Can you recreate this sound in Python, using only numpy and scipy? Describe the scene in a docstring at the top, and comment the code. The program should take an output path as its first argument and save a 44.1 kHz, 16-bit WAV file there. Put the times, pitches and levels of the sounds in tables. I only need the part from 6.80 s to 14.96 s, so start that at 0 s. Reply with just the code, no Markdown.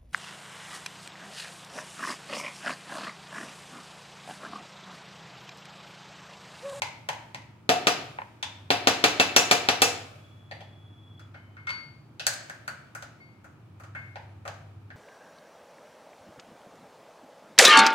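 """Shells and utensils knock on a kitchen worktop, over room rumble, a lingering echo and an on-and-off hum.
From about 0.9 to 3 s a spoon chops through egg yolks onto a steel pan: broad cracks, then ringing modes.
Next a thin, far whistle plays two fluttering tones, and more knocks ring through hollow, clack and metal.
From about 4.5 s touches on a small glass set two long modes ringing. The knocks go on nearly to the end.
Decaying noise adds the echoes of the hard walls."""
import sys
import numpy as np
from scipy import signal
from scipy.fft import irfft
from scipy.io import wavfile

SR = 44100
rng = np.random.default_rng(int(sys.argv[2]) if len(sys.argv) > 2 else 0)


def unload_wav(signal):
    """Save mono or channel-first audio to the path in sys.argv[1] as 16-bit WAV at rate SR, clipped to [-1, 1]."""
    wavfile.write(
        sys.argv[1],
        SR,
        np.round(np.clip(np.atleast_2d(signal).T, -1, 1) * 32767).astype(np.int16),
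    )


N = 359856   # length in samples

# Colour of the room's rumble. Each row: pitch in Hz, relative strength per Hz in dB.
RUMBLE_COLOUR = [(22, -41.5), (60, -17), (105, -3.5), (160, -10.5), (280, -11), (500, -26), (1000, -22),
                 (2500, -41), (5000, -67), (9000, -64)]
# How alike left and right are. Each row: pitch in Hz, likeness (1 is the same, 0 is unrelated).
EAR_LIKENESS = [(30, 0.4), (100, 0.96), (300, 0.79), (700, 0.69), (1500, 0.3), (12000, 0.02)]
# How long the kitchen echoes. Each row: pitch in Hz, time to fall by 60 dB in seconds.
KITCHEN_DECAY = [(150, 0.5), (400, 0.65), (1000, 0.57), (2800, 0.54), (6000, 0.46), (9000, 0.3),
                 (14000, 0.24)]
# The hob heats in spells. Each row: on in seconds, off in seconds, level in dB.
HUM_SPELLS = [(-.2, .15, -54), (1.646, 4.95, -51.5), (6.913, 8.3, -48.5)]
# Bands of low noise in the room. Each row: pitch in Hz, width of each resonance in Hz, level in dB.
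LOW_DRONES = [(112.6, 8, -57.5), (138, 29, -58.5)]
# Resonances that colour the lingering echo. Each row: pitch in Hz, width in Hz, relative level in dB.
LINGER_RESONANCES = [(615, 90, 8.5), (1260, 220, 5), (1500, 750, 1), (2300, 260, 3.5), (2920, 170, -10)]
# Whistled notes. Each row: start in seconds, length in seconds, pitch in Hz, starting level in dB,
# rise by the end in dB.
WHISTLE_NOTES = [(3.39, 1.08, 3382, -65, 6), (4.53, .33, 3050, -70, -3)]
# Touches on the glass. Each row: start in seconds, lower mode in dB, upper mode in dB relative to it.
GLASS_TOUCHES = [(4.545, -47.5, -29), (4.77, -43, -29), (4.87, -21.5, -25), (4.893, -40, 2.5),
                 (6.40, -44.5, -19), (7.152, -32.5, -36)]
# Modes of the glass. Each row: pitch in Hz, time to fall by 60 dB in seconds.
GLASS_MODES = [(2155, 0.4), (4518, 0.5)]
# Knocks on the worktop. Each row: start in seconds, hollow level in dB, hollow pitch in Hz, thud in dB,
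# crack in dB, clack pitch in Hz, sheen in dB, echo in dB.
# Thud, crack, sheen and echo are relative to the hollow.
WORKTOP_KNOCKS = [(0.02, -15, 918, -16, -1, 2060, -12, -0.5), (0.288, -19, 896, -10, 0, 3150, -13, -0.5),
                  (0.546, -26.5, 917, -10.5, 0, 1930, -15, -0.5),
                  (1.386, -21, 900, -13, -42, 1940, -50, -7.5),
                  (1.418, -24.5, 950, -12, -30, 2060, -41, -10.5),
                  (1.627, -28, 920, -17.5, 10.5, 3560, -6.5, 1.5),
                  (3.712, -31.5, 1800, -2, -5.5, 4660, -40, 6), (3.806, -43.5, 743, -4, 3.5, 3200, -41, 5),
                  (4.394, -43.5, 1356, -15, -14, 5200, -14.5, 7),
                  (4.542, -42.5, 1435, -8, -10, 2960, -46, 9.5),
                  (4.768, -38, 1440, -23, -17, 2160, -40, 2.5), (4.87, -27, 1360, -30, -4, 3600, -25, 4),
                  (4.892, -30.5, 1050, -13, 4.5, 2300, -37, -1),
                  (4.905, -24.5, 1450, -18, -2, 3000, -16.5, -2.5),
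                  (5.396, -34, 1500, -6, 7.5, 2530, -45, 8), (5.467, -12.5, 1560, -11, -5.5, 4550, 0.5, 0),
                  (5.697, -27, 1590, -11, -10, 2530, -13, 2),
                  (5.878, -21.5, 1450, -13, -12, 3030, -12.5, 2),
                  (6.15, -30, 1440, -8.5, -25, 1900, -9.5, 4), (6.224, -32.5, 1400, -5.5, -5, 2740, -10, 2),
                  (6.642, -44, 1404, -9, -37, 1880, -17, 10.5), (6.998, -41, 1250, -8, -39, 2240, -16, 8.5),
                  (7.036, -43, 1280, -4.5, -10, 3130, -11.5, 5),
                  (7.149, -29.5, 1520, -18, -29, 3650, -30, 8), (7.357, -32.5, 826, -6, -8.5, 1444, -43, 4),
                  (7.652, -34.5, 1210, -2.5, -20, 1830, -17.5, 7.5),
                  (7.677, -27.5, 1530, -3, -4, 3150, -13.5, 1.5),
                  (8.103, -34, 1610, -14.5, -17.5, 2504, -42, 5)]
# Broad parts of a knock, in order: thud, crack, sheen, top. Each row: low edge in Hz, high edge in Hz.
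KNOCK_BANDS = [(560, 850), (2000, 5200), (5200, 7600), (7600, 15800)]
# Metal ringing in a knock's sheen. Each row: pitch in Hz, level relative to the sheen in dB.
METAL_MODES = [(4530, -12.5), (5020, -10), (6110, -25), (6605, -14), (7900, -12)]
# Spoon blows on the pan. Each row: start in seconds, peak in dB, tilt of the lows (thud) in dB,
# tilt of the highs (sheen) in dB.
SPOON_TAPS = [(0.892, -1.5, 4, -6.5), (1.07, 0, 0.5, -6.5), (1.904, 0, 0.8, -23.5), (2.072, 0, -0.1, -4.5),
              (2.24, 1, 0.1, -5.5), (2.398, 1, -0.1, -9.5), (2.563, 2.5, -1, 2), (2.712, 2, -0.6, -0.5),
              (2.887, -2.5, -2, -8), (3.019, 0.5, -1, 6.5)]
# Modes of the pan, damped by food. Each row: pitch in Hz, relative level in dB,
# time to fall by 60 dB in seconds.
PAN_MODES = [(282, -5, 0.12), (486, -11, 0.27), (716, -4, 0.32), (752, -6.5, 0.079), (1195, -4, 0.091),
             (2350, -5, 0.12), (2637, -5, 0.26), (3424, -14, 0.12), (4190, -14, 0.097), (4979, -13, .35),
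             (5710, -7, 0.25), (5910, -9, 0.15), (6770, -15, 0.41), (6650, -23, 0.07), (7800, -31.5, 0.47),
             (10100, -24, 0.067)]
# Colour of the blow itself. Each row: pitch in Hz, relative strength per Hz in dB.
BLOW_COLOUR = [(59, -48.5), (100, -31), (267, -8.5), (352, -11.5), (392, -4), (528, -9.5), (697, -7),
               (1820, -10), (3450, -9.5), (6840, -18), (15100, -33.5), (16400, -45.5)]

RUMBLE_DB = -53.5
HUM_HZ, HUM_EDGE_S, HUM_WAVER_DB = 99.5, 0.027, 2.5
LINGER_FLOOR_DB = -67   # steady floor, before the blows swell it
LINGER_T60_S = 1.3   # a swell falls by 60 dB in this time
LINGER_KNOCK_DB, LINGER_TAP_DB = -15.5, -17   # how strongly knocks and taps drive the swell
WHISTLE_EDGE_S = 0.025
RATTLE_S, RATTLE_DB = 0.07, -16   # time scale of the loose bounces, and limit of each one's gain
TOP_UNDER_SHEEN_DB = 3
RIGHT_LAG = 12   # samples: near sounds reach the left first
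HISS_DB, CUTOFF_HZ = -82.5, 17200


def from_db(db):
    """Turn decibels into a plain multiplier."""
    return 10 ** (np.asarray(db) / 20)


def rms_one(x):
    """Scale a sound to an average strength (RMS) of 1."""
    return x / np.sqrt(np.mean(x ** 2) + 1e-20)


def peak_one(x):
    """Scale a sound to a highest peak of 1."""
    return x / np.max(np.abs(x))


def at_hz(points, hz):
    """Read a table between its rows, with pitch spaced by octaves."""
    table = np.array(points)
    return np.interp(np.log(hz), np.log(table[:, 0]), table[:, 1])


def band(x, low_hz, high_hz):
    """Keep the part of a sound between two pitches."""
    edges = [low_hz, min(high_hz, .45 * SR)]
    return signal.sosfilt(signal.butter(2, edges, "band", fs=SR, output="sos"), x)


def resonate(x, hz, width_hz):
    """Ring at one pitch: a two-pole resonance with gain 1 on top."""
    r = np.exp(-np.pi * width_hz / SR)
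    feed = np.array([1, 0, -1]) * (1 - r * r) / 2
    ring = [1, -2 * r * np.cos(2 * np.pi * hz / SR), r * r]
    return signal.lfilter(feed, ring, x)


def add(track, sound, s):
    """Mix a sound in at a time in seconds."""
    at = round(s * SR)
    track[..., at:at + sound.shape[-1]] += sound[..., :N - at]


def spell(on_s, off_s, edge_s):
    """Go from 0 to 1 and back, with soft edges."""
    return np.interp(np.arange(N) / SR, [on_s, on_s + edge_s, off_s - edge_s, off_s], [0, 1, 1, 0])


def stereo_bands(size, shape):
    """Half-octave bands of stereo noise, each alike in both ears by its pitch and scaled by shape(Hz)."""
    out, edges = 0, 22 * 2 ** np.arange(0, 10, .5)
    white = rng.standard_normal((2, 2, size))
    for k, (low, high) in enumerate(zip(edges, edges[1:])):
        mid, side = band(white[k % 2], low, high)   # neighbouring bands use separate noise
        hz = np.sqrt(low * high)
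        alike = np.clip(at_hz(EAR_LIKENESS, hz), -1, 1)
        both = np.sqrt(1 + alike) * mid
        opposite = np.sqrt(1 - alike) * side * [[1], [-1]]
        out = out + shape(hz) * (both + opposite)
    return out


def contact(ms, size=8192):
    """A click smeared by bending waves: random all-pass filters keep its spectrum even."""
    out = np.zeros(size)
    out[0] = 1
    for share in rng.uniform(.1, .5, 4):
        lag = round(share * ms * SR / 1000) + 1
        loop = np.r_[1, np.zeros(lag - 1), .65]
        out = signal.lfilter(loop[::-1], loop, out + 1e-18)
    return out


def room_rumble():
    """The quiet room: steady stereo noise, coloured band by band."""
    noise = stereo_bands(N, lambda hz: from_db(at_hz(RUMBLE_COLOUR, hz)))
    return from_db(RUMBLE_DB) * rms_one(noise)


def kitchen(x, early_db, late_db):
    """Dense echoes that die band by band: a quick cluster off worktop and tiles, then the room's tail."""
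    t = np.arange(SR) / SR

    def fading(hz):
        early = from_db(early_db - 60 * t / .07)
        late = from_db(late_db - 60 * t / at_hz(KITCHEN_DECAY, hz))
        return (1 - np.exp(-t / 0.0017)) * (early + late)

    return signal.fftconvolve(x[None], stereo_bands(SR, fading), axes=1)[:, :N]


def lingering_echo(blows):
    """A blurred echo of resonant noise: it swells after each blow and slowly dies, over a faint floor."""
    noise = rng.standard_normal((2, N))
    tones = sum(from_db(db) * rms_one(resonate(noise, hz, width)) for hz, width, db in LINGER_RESONANCES)
    keep = from_db(-120 / (LINGER_T60_S * SR))   # share of the swell's power left after one sample
    swell = signal.lfilter([1 - keep], [1, -keep], blows ** 2)
    power = from_db(2 * LINGER_FLOOR_DB) + swell
    return np.sqrt(power) * rms_one(tones)


def hum():
    """A mains tone that switches on and off and wavers in level, among narrow bands of low noise."""
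    waver = from_db(HUM_WAVER_DB * rms_one(band(rng.standard_normal(N), 10, 20)))
    on = sum(from_db(db) * spell(on_s, off_s, HUM_EDGE_S) for on_s, off_s, db in HUM_SPELLS)
    tone = np.sqrt(2) * np.sin(2 * np.pi * HUM_HZ * np.arange(N) / SR)
    drones = np.zeros(N)
    for hz, width, db in LOW_DRONES:
        noise = rng.standard_normal(N)
        drones += from_db(db) * rms_one(resonate(resonate(noise, hz, width), hz, width))
    return on * waver * tone + drones


def whistle():
    """A fluttering tone: noise at flutter speed shakes the level of held notes that swell or fade."""
    t, notes = np.arange(N) / SR, np.zeros(N)
    flutter = 1 + .45 * rms_one(band(rng.standard_normal(N), 12, 70))
    for s, length, hz, db, swell_db in WHISTLE_NOTES:
        level = from_db(db + swell_db * np.clip((t - s) / length, 0, 1))
        notes += spell(s, s + length, WHISTLE_EDGE_S) * level * np.sin(2 * np.pi * hz * t)
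    return flutter * notes


def glass():
    """Two long modes, pure tones that fade steadily, set ringing by each touch."""
    out, t = np.zeros(N), np.arange(SR) / SR
    soft_start = 1 - np.exp(-t / 0.0078)
    for s, db, upper_db in GLASS_TOUCHES:
        for (hz, t60), level_db in zip(GLASS_MODES, (db, db + upper_db)):
            fading = from_db(level_db - 60 * t / t60)
            add(out, fading * soft_start * np.sin(2 * np.pi * hz * t), s)
    return out


def knocks():
    """A contact rings briefly in a hollow, a higher clack and thin metal; broad bands carry the rest."""
    direct, to_room = np.zeros(N), np.zeros(N)
    for s, peak_db, hz, thud_db, crack_db, clack_hz, sheen_db, room_db in WORKTOP_KNOCKS:
        touch, strengths_db = contact(ms=1.2), rng.normal(0, 3, len(METAL_MODES))
        for late, size in rng.random((3, 2)):   # loose bounces follow
            bounce = np.roll(touch, round((.1 + late) * RATTLE_S * SR))
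            touch = touch + from_db(RATTLE_DB * (1 + size)) * bounce
        hollow = resonate(resonate(touch, hz, width_hz=340), hz, width_hz=340)
        body = from_db(-12) * band(band(touch, 900, 2400), 730, 2400)
        sound = peak_one(hollow + body)
        sound = sound + from_db(crack_db - 2) * peak_one(resonate(touch, clack_hz, width_hz=220))
        for (metal_hz, db), strength_db in zip(METAL_MODES, strengths_db):
            metal = peak_one(resonate(touch, metal_hz, width_hz=90))
            sound = sound + from_db(sheen_db + db + strength_db) * metal
        levels_db = (thud_db, crack_db, sheen_db, sheen_db - TOP_UNDER_SHEEN_DB)
        for k, db in enumerate(levels_db):   # alternate signs join the bands
            sound = sound + (-1) ** k * from_db(db) * peak_one(band(touch, *KNOCK_BANDS[k]))
        add(direct, from_db(peak_db) * sound, s - .0004)
        add(to_room, from_db(peak_db + room_db) * sound, s - .0004)   # far knocks are mostly echo
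    return direct, to_room


def spoon_taps():
    """Each blow is a broad crack; it leaves the modes of the pan ringing with new strengths."""
    cracks, rings = np.zeros(N), np.zeros(N)
    hz = np.maximum(np.fft.rfftfreq(4096, 1 / SR), 20)
    t = np.arange(SR // 2) / SR
    for s, peak_db, thud_db, sheen_db in SPOON_TAPS:
        blow = contact(ms=1.2)
        strengths = rng.normal(0, 1, len(PAN_MODES))
        shaking = rng.normal(0, 1, len(t))
        tilt_db = np.interp(np.log(hz), np.log([500, 1500, 4500, 8000]), [thud_db, 0, 0, sheen_db])
        colour = irfft(from_db(at_hz(BLOW_COLOUR, hz) + tilt_db))
        crack = signal.fftconvolve(blow, np.roll(colour, 16)[:512])   # a short filter made from the colour
        add(cracks, from_db(peak_db) * peak_one(crack), s - .0006)
        for k, (mode_hz, db, t60) in enumerate(PAN_MODES):
            start_db = peak_db - 19.5 + db + np.interp(mode_hz, hz, tilt_db) + 3.1 * strengths[k]
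            # food spreads each mode into a rough cluster
            cluster = rms_one(resonate(shaking, mode_hz, width_hz=22 + .016 * mode_hz))
            add(rings, from_db(start_db - 60 * t / t60) * cluster, s)
    return band(cracks, 90, 19000), rings


def scene():
    """Near sounds with their echoes over hum, rumble and a lingering echo."""
    cracks, rings = spoon_taps()
    around, around_room = knocks()
    tones = glass() + whistle()
    balance = from_db([[.4], [-.4]])   # left is slightly louder
    near = cracks + around + rings + tones
    near = np.array([near, np.roll(near, RIGHT_LAG)]) * balance
    sustained = from_db(-8) * (rings + tones)
    echoes = kitchen(cracks + around_room + sustained, early_db=-32, late_db=-37) * balance
    linger = lingering_echo(from_db(LINGER_KNOCK_DB) * around_room + from_db(LINGER_TAP_DB) * cracks)
    return near + echoes + hum() + room_rumble() + linger


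def record(dry):
    """The microphones lose the deep bass and add a faint hiss; peaks are rounded, the top is cut."""
    thin = signal.sosfilt(signal.butter(3, 62, "high", fs=SR, output="sos"), dry)
    rounded = 1.152 * np.tanh(thin / 1.38)
    heard = rounded + from_db(HISS_DB) * rng.standard_normal(dry.shape)
    return signal.sosfilt(signal.cheby2(14, 80, CUTOFF_HZ, fs=SR, output="sos"), heard)


dry = scene()
out = record(dry)
unload_wav(out)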